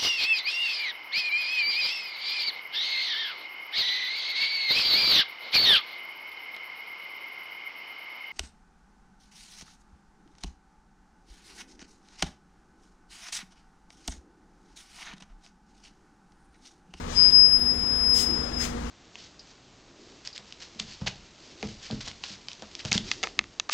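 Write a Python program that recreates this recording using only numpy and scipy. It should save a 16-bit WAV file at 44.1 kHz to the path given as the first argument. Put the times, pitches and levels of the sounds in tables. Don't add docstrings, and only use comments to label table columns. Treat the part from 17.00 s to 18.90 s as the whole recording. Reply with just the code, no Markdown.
import sys
import numpy as np
from scipy import signal
from scipy.fft import rfft, irfft
from scipy.io import wavfile
from scipy.ndimage import uniform_filter1d

SR = 44100
rng = np.random.default_rng(int(sys.argv[2]) if len(sys.argv) > 2 else 0)


def int16_out(signal):
    q = np.round(np.clip(np.atleast_2d(signal).T, -1, 1) * 32767)
    wavfile.write(sys.argv[1], SR, q.astype(np.int16))


N = 83790
T = np.arange(N) / SR


def amp(db):
    return 10 ** (np.asarray(db) / 20)


def curve(points):
    return np.interp(T, *np.transpose(points))


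def look_up(points, hz, column=1):
    table = np.array(points, float)
    return np.interp(np.log(hz + 1), np.log(table[:, 0] + 1), table[:, column])


def wander(rate_hz):
    hz = np.fft.rfftfreq(2 * N, 1 / SR)
    spectrum = rfft(rng.standard_normal(2 * N))
    wobble = irfft(spectrum / (1 + (hz / rate_hz) ** 4))[:N]
    return wobble / wobble.std()


def noise(level_db, patchy_db, size):
    hop = size // 4
    t = np.arange(N // hop + 5)[:, None] * hop / SR
    hz = np.fft.rfftfreq(size, 1 / SR)
    real, imag, patches = rng.standard_normal((3, len(t), len(hz)))
    patches = uniform_filter1d(patches, size=6, axis=0)
    patches = uniform_filter1d(patches, size=5, axis=1)
    spectra = (real + 1j * imag) * amp(level_db(t, hz) + patchy_db * patches / patches.std())
    return signal.istft(spectra.T * np.sqrt(1.5 * SR / size), nperseg=size, noverlap=size - hop)[1][:N]


# frequency_hz, level_db_per_hz
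STREET_COLOUR = [(20, -67.5), (60, -59), (120, -67), (250, -66), (450, -67), (620, -70.5), (1100, -69.5),
                 (1800, -74.5), (2600, -78.5), (4500, -82), (7000, -83.5), (9000, -94), (12000, -104),
                 (15000, -106)]
# time_s, gain_db
STREET_SWELL = [(0, 0), (.5, -1), (1.0, 0.5), (1.4, 2), (1.55, 0.5), (1.9, .5)]
# frequency_hz, gain_db
STREET_RIGHT_EXTRA = [(60, -17), (250, -12.5), (700, 1), (1500, 5.5), (3000, 0), (12000, -4)]


def street():
    def roar(gain_db):
        rumble = noise(lambda t, hz: look_up(STREET_COLOUR, hz) + gain_db(hz), patchy_db=1.5, size=2048)
        return amp(curve(STREET_SWELL)) * rumble
    shared = roar(lambda hz: 0)
    right_only = roar(lambda hz: look_up(STREET_RIGHT_EXTRA, hz))
    return np.array([shared, shared + right_only])


def tone(hz, drift, waver_db):
    turns = np.cumsum(hz * (1 + drift * wander(7.8))) / SR + rng.random()
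    return np.sqrt(2) * amp(waver_db * wander(5.4)) * np.sin(2 * np.pi * turns)


# pitch_hz, start_level_db, middle_level_db, end_level_db
ENGINE_TONES = [(29.6, -42.5, -49.5, -49), (50.5, -64.5, -56.5, -37.5), (74, -47.5, -45, -47),
                (151.4, -58, -58.5, -45)]


def engine():
    throb = np.zeros(N)
    for hz, *levels_db in ENGINE_TONES:
        level_db = np.interp(T, np.linspace(0, T[-1], len(levels_db)), levels_db)
        throb += amp(level_db) * tone(hz, drift=0.011, waver_db=1.0)
    return throb


# pitch_multiple, level_db
HUM_TONES = [(1, -40.5), (2, -46), (3, -51.5), (3.51, -52), (4, -60.5), (5, -58.5)]
# time_s, gain_db
HUM_SWELL = [(0, -9.5), (.42, -12), (.63, 0), (1.1, -1), (1.55, -2), (1.72, 2), (1.9, -3)]


def machine_hum(pitch_hz=239.8):
    hum = sum(amp(db) * tone(multiple * pitch_hz, drift=0.0032, waver_db=1.5)
              for multiple, db in HUM_TONES)
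    return amp(curve(HUM_SWELL)) * hum


# start_s, rise_s, hold_s, fade_db_per_s, gain_db
AIR_PUFFS = [(.06, 0.077, 0.093, 66, 1), (1.128, 0.051, 0.042, 298, -1), (1.575, 0.046, 0.034, 287, -2.5)]
# frequency_hz, first_db_per_hz, second_db_per_hz, third_db_per_hz
PUFF_COLOURS = [(1000, -73, -93, -69), (2000, -76, -71, -65), (3500, -75, -68, -68),
                (5760, -73.5, -62.5, -66.5), (6600, -77.5, -63.5, -64.5), (9140, -86.5, -68.5, -75.5),
                (11700, -103, -75, -80), (15000, -106, -77.5, -84)]
# pitch_hz, width_hz, boost_db
OUTLET_WHISTLES = [(1880, 86, 5), (6180, 160, 7), (6740, 350, 2.5), (7800, 120, 4.5)]


def air_puffs():
    out = np.zeros(N)
    for column, (start_s, rise_s, hold_s, fade_db_per_s, gain_db) in enumerate(AIR_PUFFS, start=1):
        def colour_db(t, hz):
            whistles_db = sum(boost_db / (1 + (2 * (hz - pitch_hz) / width_hz) ** 2)
                              for pitch_hz, width_hz, boost_db in OUTLET_WHISTLES)
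            return look_up(PUFF_COLOURS, hz, column) + whistles_db
        age_s = T - start_s
        opening = np.clip(age_s / rise_s, 0, 1)
        fade_db = fade_db_per_s * np.maximum(age_s - rise_s - hold_s, 0)
        out += opening * amp(gain_db - fade_db) * noise(colour_db, patchy_db=1.4, size=1024)
    return out


# time_s, pitch_hz
SQUEAL_PITCH = [(.14, 5055), (.195, 5030), (.28, 5044), (.35, 5060), (.45, 5068), (.52, 5073), (.65, 5076),
                (.72, 5087), (1.2, 5086), (1.63, 5082), (1.67, 5062)]
# time_s, level_db (before gain_db is added)
SQUEAL_LEVEL = [(.135, -59), (.162, -31), (.178, -20.5), (.222, -17.5), (.28, -18), (.3, -21.5),
                (.314, -33.5), (.328, -20), (.352, -15.5), (.452, -16), (.504, -25), (.538, -18.5),
                (.566, -20), (.596, -35), (.618, -22.5), (.648, -31.5), (.668, -24.5), (.712, -23.5),
                (.745, -32), (.926, -26.5), (.984, -28), (1.134, -21), (1.22, -28), (1.338, -29),
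                (1.495, -39), (1.512, -50), (1.53, -39.5), (1.628, -30), (1.645, -48), (1.72, -51)]
# time_s, depth_share
SHAKE_DEPTH = [(.6, .03), (.78, .14), (.95, .1), (1.1, .11), (1.25, .26), (1.38, .22), (1.55, .3)]
# pitch_multiple, level_db, sputter_share, shake_share
SQUEAL_OVERTONES = [(2, -42, 0.51, 0.4), (3, -48.5, .55, .6)]
# time_s, gain_db
OVERTONE_SWELL = [(.17, -22), (.21, -8), (.4, -1.5), (.62, 0.5), (.72, -4), (.85, -8.5), (.98, -4),
                  (1.14, 2), (1.35, -10), (1.5, -23.5), (1.62, -15), (1.67, -29)]


def brake_squeal(gain_db=9, rasp_db=-32.5, jitter_hz=3.2, firing_hz=29.6, firing_at_s=1.204):
    pitch_hz = curve(SQUEAL_PITCH) + jitter_hz * wander(30)
    phase = 2 * np.pi * np.cumsum(pitch_hz) / SR
    shake = np.cos(2 * np.pi * firing_hz * (T - firing_at_s))
    shake *= 1 + 0.39 * wander(12)
    depth = curve(SHAKE_DEPTH)
    overtone_depth = np.sqrt(depth / depth.max())

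    def fuzz(angle, spread_hz):
        return (wander(spread_hz) * np.cos(angle) + wander(spread_hz) * np.sin(angle)) / np.sqrt(2)
    main_tone = (1 + depth * shake) * np.sin(phase)
    rasp = amp(rasp_db) * fuzz(phase, spread_hz=90)
    out = amp(gain_db + curve(SQUEAL_LEVEL)) * (main_tone + rasp)
    for multiple, level_db, sputter_share, shake_share in SQUEAL_OVERTONES:
        overtone = np.sin(multiple * phase) + sputter_share * fuzz(multiple * phase, spread_hz=38)
        flutter = 1 + shake_share * overtone_depth * shake
        out += amp(level_db + curve(OVERTONE_SWELL)) * flutter * overtone
    start_s, end_s = SQUEAL_LEVEL[0][0], SQUEAL_LEVEL[-1][0]
    fade_in_out = np.clip(np.minimum(T - start_s, end_s - T) / 0.01, 0, 1)
    return fade_in_out * out


def whoosh(peak_s=1.345, half_length_s=0.089, pitch_hz=380, octaves_per_s=4.6, width_octaves=0.13):
    def level_db(t, hz):
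        octaves_away = np.log2((hz + 1) / pitch_hz) - octaves_per_s * (t - peak_s)
        off_pitch_db = 20 * np.log10(1 + (octaves_away / width_octaves) ** 2 / 2)
        fade_db = 4 * ((t - peak_s) / half_length_s) ** 2
        return -54 - off_pitch_db - fade_db
    return noise(level_db, patchy_db=-1.3, size=2048)


def echo(sound, gain_db, decay_s=0.17):
    t = T[:SR // 2]
    tail = rng.standard_normal(len(t)) * amp(-60 * t / decay_s)
    tail *= t > 0.004
    return amp(gain_db) * signal.fftconvolve(sound, tail / np.linalg.norm(tail))[:N]


# frequency_hz, loss_db
RIGHT_LOSS = [(60, 0), (200, -1.5), (380, 3), (700, 10), (1290, 20), (2380, 19.5), (5000, 21.5),
              (8100, 29.5), (15000, 21.5)]


def right_microphone(sound, delay_s=0.00058):
    hz = np.fft.rfftfreq(2 * N, 1 / SR)
    muffle = amp(-look_up(RIGHT_LOSS, hz))
    delay = np.exp(-2j * np.pi * hz * delay_s)
    return irfft(rfft(sound, 2 * N) * muffle * delay)[:N]


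# time_s, gain_db
SQUEAL_RIGHT_SWELL = [(.22, -4), (.35, 3.5), (.48, -5), (.6, 5), (.78, -4.5), (.95, 3.5), (1.15, 0),
                      (1.4, 2), (1.62, -5)]


def scene():
    squeal, puffs = brake_squeal(), air_puffs()
    direct = np.array([squeal, amp(curve(SQUEAL_RIGHT_SWELL)) * squeal]) + puffs
    echoes = np.array([echo(squeal + puffs, gain_db=-23.5), echo(squeal + puffs, gain_db=-8.5)])
    left, right = direct + echoes + engine() + machine_hum() + whoosh() + street()
    return np.array([left, right_microphone(right)])


def record(dry):
    low_pass = signal.firwin(511, 15900, window=("kaiser", 9), fs=SR)
    return signal.oaconvolve(dry, low_pass[None], "same")


dry = scene()
out = record(dry)
int16_out(out)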